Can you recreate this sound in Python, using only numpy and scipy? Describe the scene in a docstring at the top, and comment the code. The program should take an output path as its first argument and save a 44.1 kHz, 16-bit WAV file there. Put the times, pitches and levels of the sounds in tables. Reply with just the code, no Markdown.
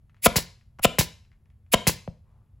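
"""A pneumatic stapler drives three staples through vinyl into a seat shell, near a phone in a small workshop.
Turbulent air rushes into the cylinder, then the piston's impacts excite the modes of shell, metal and staple.
On each release a valve clacks, the air vents as a decaying jet and the piston knocks home. The trigger clicks,
the nose lifts with a bump, the vinyl crackles and a sleeve brushes faintly over a low room rumble."""
import sys
import numpy as np
from scipy import signal
from scipy.fft import rfft, irfft
from scipy.io import wavfile

SR = 44100
rng = np.random.default_rng(int(sys.argv[2]) if len(sys.argv) > 2 else 0)


def dump(signal):
    """Clip the signal to [-1, 1] and save it as 16-bit WAV at the path in sys.argv[1]."""
    limited = np.clip(np.atleast_2d(signal).T, -1, 1)
    pcm = np.round(limited * 32767).astype(np.int16)
    wavfile.write(sys.argv[1], SR, pcm)


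N = 114660

# shots: time_s, thud_db, crack_db, rush_lead_s, rush_db, rush_rise_s, ping_db
SHOTS = [(0.2605, 1.5, 0.5, 0.046, 1, 0.039, -20), (0.8466, 0.5, -1, 0.031, -2, 0.025, -12.5),
         (1.7367, -.5, -1.5, 0.024, -4.5, 0.015, -5.5)]
# trigger releases: time_s, valve_db, exhaust_db
RELEASES = [(0.3588, -4, -2.5), (0.9855, -0.5, 0), (1.8692, -1.5, -1)]
# modes of the stapler's metal: pitch_hz, level_db, t60_s
METAL_MODES = [(1024, -3.5, .06), (1790, -5, 0.13), (2190, -4.5, 0.05), (2580, -2.5, .07), (2940, -2, .08),
               (4214, -4, .09), (5200, -0.5, .06)]
# spectrum of a hard contact: frequency_hz, level_db
CRACK_SPECTRUM = [(300, -10.5), (900, 1), (1600, -2.5), (2100, 4), (3300, 0.5), (4300, -9), (5800, -8),
                  (7500, -3), (11000, -10.5), (16000, -13)]


def piston_strikes():
    """Impact excitation: each contact cracks and sets shell and metal ringing in their damped modes."""
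    # blade meets staple, staple pierces, staple seats, piston stops: delay_s, thud_db, crack_db
    contacts = [(0., -4.5, 3), (.0042, 1.5, -3.5), (.0057, -9.5, -5.5), (.0071, -8, -4)]
    # modes of the seat shell: pitch_hz, level_db, t60_s
    shell_modes = [(218, -9.5, 0.028), (531, -6, 0.014), (655, -8.5, 0.014), (1020, -13, 0.031),
                   (1280, -21, 0.029)]
    # modes of the driver blade and of the staple: pitch_hz, level_db, t60_s
    blade_modes = [(2480, -7.5, .009)]
    staple_modes = [(3110, 1.5, 0.011), (3740, -6, 0.0095)]
    bite_delay_s = 0.0042
    thuds = impulses((s + lag, db + gain) for s, db, *_ in SHOTS for lag, gain, _ in contacts)
    hits = impulses((s + lag, db + gain) for s, _, db, *_ in SHOTS for lag, _, gain in contacts)
    clink = ring(impulses((s, db) for s, _, db, *_ in SHOTS), blade_modes)
    ping = ring(impulses((s + bite_delay_s, db) for s, *_, db in SHOTS), staple_modes)
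    low_cut = signal.butter(1, 148, "high", fs=SR, output="sos")
    shell = signal.sosfilt(low_cut, ring(thuds, shell_modes))
    crack = undb(-10) * colour(burst(hits, fall_s=0.0018), CRACK_SPECTRUM)
    return shell + clink + ping + crack + undb(-48.5) * ring(hits, METAL_MODES)


def air_rush(t):
    """Flow noise: air swells through the opening valve and holds until the piston fires."""
    # spectrum of the inflow: frequency_hz, level_db
    rush_spectrum = [(130, -5), (500, -13), (1400, -17), (2400, 1), (3000, -4), (3500, -4.5), (4200, -9),
                     (5000, -2), (5900, -11.5), (7400, -1.5), (9000, -3.5), (10700, 6), (16000, -5.5)]
    flow, cutoff_s = 0, 0.0027
    for s, _, _, lead_s, db, rise_s, _ in SHOTS:
        swell = np.clip((t - s + lead_s) / rise_s, 0, 1) ** 2.6
        flow += undb(db) * swell * np.exp(-np.maximum(t - s, 0) / cutoff_s)
    return undb(-16) * colour(flow * turbulence(), rush_spectrum)


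def valve_clacks():
    """Impact excitation on release: valve and returning piston knock, rattle and ring the metal."""
    # valve opens, valve seats, piston comes home: delay_s, level_db
    returns = [(0., 0), (.0024, -13.5), (0.025, -4.5)]
    # spectrum of a knock: frequency_hz, level_db
    knock_spectrum = [(100, -15), (300, 4.5), (560, 5.5), (850, -5.5), (1030, 4), (1300, -16), (2100, 0),
                      (3200, -19), (7000, -20.5), (16000, -21.5)]
    knocks = impulses((s + lag, db + gain) for s, db, _ in RELEASES for lag, gain in returns)
    clack = undb(5.5) * colour(knocks, knock_spectrum)
    rattle = undb(-23.5) * colour(burst(knocks, fall_s=0.005), CRACK_SPECTRUM)
    return clack + rattle + undb(-35) * ring(knocks, METAL_MODES)


def venting(t, fall_s):
    """Pressure relaxation: turbulent outflow starts just after each release and decays exponentially."""
    flow, wait_s, rise_s = 0, 0.003, 0.00072
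    for s, _, db in RELEASES:
        age = np.maximum(t - s - wait_s, 0)
        flow += undb(db) * (1 - np.exp(-age / rise_s)) * np.exp(-age / fall_s)
    return flow * turbulence()


def exhaust(t):
    """Jet noise: the cylinder vents with a low puff, a brief sizzle and a hiss that rings the metal."""
    # spectra of hiss, sizzle and puff: frequency_hz, level_db
    hiss_spectrum = [(200, -5.5), (700, -8), (1400, -8), (2000, -4), (2700, -1), (3300, -2.5), (4700, 0.5),
                     (7700, -1), (11000, -1.5), (16000, -5.5)]
    sizzle_spectrum = [(3000, -21), (8000, -9), (11000, 1.5), (16000, -3)]
    puff_spectrum = [(25, -26), (55, -5.5), (110, -2.5), (175, 1.5), (250, -12), (1500, -51)]
    outflow = venting(t, fall_s=0.018)
    hiss = undb(-12.5) * colour(outflow, hiss_spectrum)
    sizzle = undb(-13.5) * colour(venting(t, fall_s=0.007), sizzle_spectrum)
    puff = undb(11) * colour(impulses((s, db) for s, db, _ in RELEASES), puff_spectrum)
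    return hiss + sizzle + puff + undb(-54.5) * ring(outflow, METAL_MODES)


def trigger_and_lift():
    """Soft impacts carry little treble: the trigger clicks and the nose bumps as it lifts."""
    # trigger clicks: start_s, level_db
    taps = [(.7875, -4.5), (.7932, 2.5), (.7965, -4.5)]
    # spectra of tap and bump: frequency_hz, level_db
    tap_spectrum = [(100, 7), (450, 0), (700, 2.5), (1300, 2), (1900, -7), (3000, -11.5), (4000, -25),
                    (16000, -31.5)]
    bump_spectrum = [(50, -5.5), (175, 3.5), (330, -19), (540, -5.5), (800, -15), (1400, -29.5),
                     (3500, -41), (7000, -64)]
    lift_s, lift_db = 2.077, -2
    tapping = undb(-30) * colour(burst(impulses(taps), fall_s=0.0016), tap_spectrum)
    return tapping + colour(impulses([(lift_s, lift_db)]), bump_spectrum)


def vinyl_crackles():
    """Friction transients: the stretched vinyl gives short crackles, each with a longer, fainter rub."""
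    # crackles: start_s, level_db
    crackles = [(.096, -1), (.145, 0), (.1665, -1), (.611, -0.5), (1.25, -1.5), (1.3165, -0.5), (1.328, -8),
                (1.457, -6), (1.5015, -4), (1.664, -9)]
    # spectrum of the vinyl: frequency_hz, level_db
    vinyl_spectrum = [(200, -15), (900, 3.5), (2000, 8.5), (6000, -13.5), (16000, -26.5)]
    creases = impulses(crackles)
    snap = undb(-58) * burst(creases, fall_s=0.002)
    rub = undb(-72.5) * burst(creases, fall_s=0.025)
    return colour(snap + rub, vinyl_spectrum)


def sleeve(t):
    """Sliding friction: a sleeve brushes the seat with a quick swell and a slow fade."""
    # spectrum of the cloth: frequency_hz, level_db
    cloth_spectrum = [(150, -15), (400, -2.5), (1100, 0), (1700, -13), (16000, -40)]
    start_s, swell_s = 2.235, 0.077
    age = np.maximum(t - start_s, 0) / swell_s
    return undb(-73.5) * colour(age * np.exp(1 - age) * turbulence(), cloth_spectrum)


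def echoes(x):
    """Diffuse reverberation: each octave of the room's tail decays exponentially at its own rate."""
    # reverberation time: frequency_hz, t60_s
    decay_times = [(100, 0.33), (600, 0.3325), (2000, 0.39), (5000, 0.388), (10000, 0.36), (16000, 0.2)]
    # echo strength: frequency_hz, level_db
    echo_levels = [(60, -9.5), (200, -15), (600, -15.5), (1500, -16), (3000, -12), (6000, -14.5),
                   (11000, -28), (16000, -35.5)]
    t, hz = np.arange(SR) / SR, np.fft.rfftfreq(SR, 1 / SR)
    noise = rfft(rng.standard_normal(SR))
    tail, wait_s = 0, 0.0035
    onset = np.clip(t / wait_s - 1, 0, 1)
    for centre_hz in 16000 / 2. ** np.arange(9):
        octaves_away = abs(np.log2(np.maximum(hz, 1) / centre_hz))
        band = irfft(noise * np.clip(1 - octaves_away, 0, 1))
        fade = onset * np.exp(-np.log(1000) * t / curve(decay_times, centre_hz))
        tail += undb(curve(echo_levels, centre_hz)) * band * fade / np.linalg.norm(fade)
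    return signal.fftconvolve(x, tail)[:N]


def rumble():
    """Stationary noise: the workshop's background has most of its energy in the bass."""
    # spectrum of the background: frequency_hz, level_db
    rumble_spectrum = [(15, -18), (45, -1), (90, 2), (140, -6.5), (185, -22.5), (300, -29.5), (600, -35.5),
                       (1500, -44), (6000, -57), (11000, -49), (16000, -59)]
    return colour(rng.standard_normal(N), rumble_spectrum)


def undb(db):
    """Decibels to amplitude ratio."""
    return 10 ** (np.asarray(db) / 20)


def curve(points, hz):
    """Interpolation of (frequency_hz, value) points on a log-frequency axis."""
    knots_hz, values = np.array(points, float).T
    return np.interp(np.log(np.maximum(hz, 1)), np.log(knots_hz), values)


def colour(x, points):
    """Minimum-phase filter of unit energy: the points set only the shape of the spectrum."""
    cepstrum = irfft(np.log(undb(curve(points, np.fft.rfftfreq(N, 1 / SR)))))
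    cepstrum[1:N // 2] *= 2
    cepstrum[N // 2 + 1:] = 0
    response = np.exp(rfft(cepstrum))
    return irfft(rfft(x) * response / np.sqrt(np.mean(abs(response) ** 2)))


def impulses(rows):
    """Ideal impacts: one impulse for each (start_s, level_db)."""
    train = np.zeros(N)
    for s, db in rows:
        train[int(np.clip(s * SR, 0, N - 1))] += undb(db)
    return train


def ring(x, modes):
    """Modal superposition: x drives a sum of damped sinusoids."""
    t = np.arange(SR // 2) / SR
    response = sum(undb(db) * np.sin(2 * np.pi * hz * t) * np.exp(-np.log(1000) * t / t60)
                   for hz, db, t60 in modes)
    return signal.fftconvolve(x, response)[:N]


def burst(x, fall_s):
    """Exponentially decaying noise from each impulse of x."""
    envelope = signal.lfilter([1], [1, -np.exp(-1 / (fall_s * SR))], x)
    return envelope * rng.standard_normal(N)


def turbulence(sputter_hz=700, sputter_db=2):
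    """Random amplitude modulation makes noise sputter."""
    knots = np.arange(0, N, SR / sputter_hz)
    noise = rng.standard_normal(N)
    sputter = np.interp(np.arange(N), knots, rng.standard_normal(len(knots)))
    return noise * undb(sputter_db * sputter)


def scene():
    """Superposition of direct sound, reverberation, rumble and a faint hum, in mid and side."""
    t = np.arange(N) / SR
    drift_rad_s, hum_hz = 1.9, 213
    direct = piston_strikes() + air_rush(t) + valve_clacks() + exhaust(t)
    direct += trigger_and_lift() + vinyl_crackles() + sleeve(t)
    # the echo pattern drifts between two tails as the worker moves
    room = echoes(direct * np.cos(drift_rad_s * t)) + echoes(direct * np.sin(drift_rad_s * t))
    side = undb(-11.5) * echoes(direct) + undb(-75.5) * rumble()
    hum = undb(-75) * np.sqrt(2) * np.sin(2 * np.pi * hum_hz * t)
    mid = direct + room + undb(-55) * rumble() + hum
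    return np.array([mid + side, mid - side])


def record(dry):
    """Transduction: the phone delays the bass, colours its two ports, rounds peaks and cuts the top."""
    # phase of the left port over the right: frequency_hz, lead_rad
    port_phase = [(0, 0), (700, .35), (1460, .7), (2300, .3), (7400, -.1), (9000, -3.14), (11100, -6.28),
                  (13300, -9.42), (15200, -12.5), (17000, -12.6)]
    # level of the left port over the right: frequency_hz, level_db
    port_balance = [(150, 0.5), (700, 2.5), (1300, 2.5), (2400, 4), (5000, 0)]
    bass_lag_s, bass_corner_hz, top_hz = 0.021, 112, 15900
    hz = np.fft.rfftfreq(N, 1 / SR)
    bass_delay = np.exp(-2j * np.pi * bass_lag_s * bass_corner_hz * np.arctan(hz / bass_corner_hz))
    lead_rad = np.interp(hz, *np.array(port_phase).T)
    balance_db = curve(port_balance, hz)
    ports = np.array([undb(balance_db / 2) * np.exp(1j * lead_rad), undb(-balance_db / 2)])
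    heard = irfft(rfft(dry) * bass_delay * ports)
    low_pass = signal.ellip(8, 0.2, 80, top_hz, fs=SR, output="sos")
    return signal.sosfilt(low_pass, np.tanh(heard))


dry = scene()
out = record(dry)
dump(out)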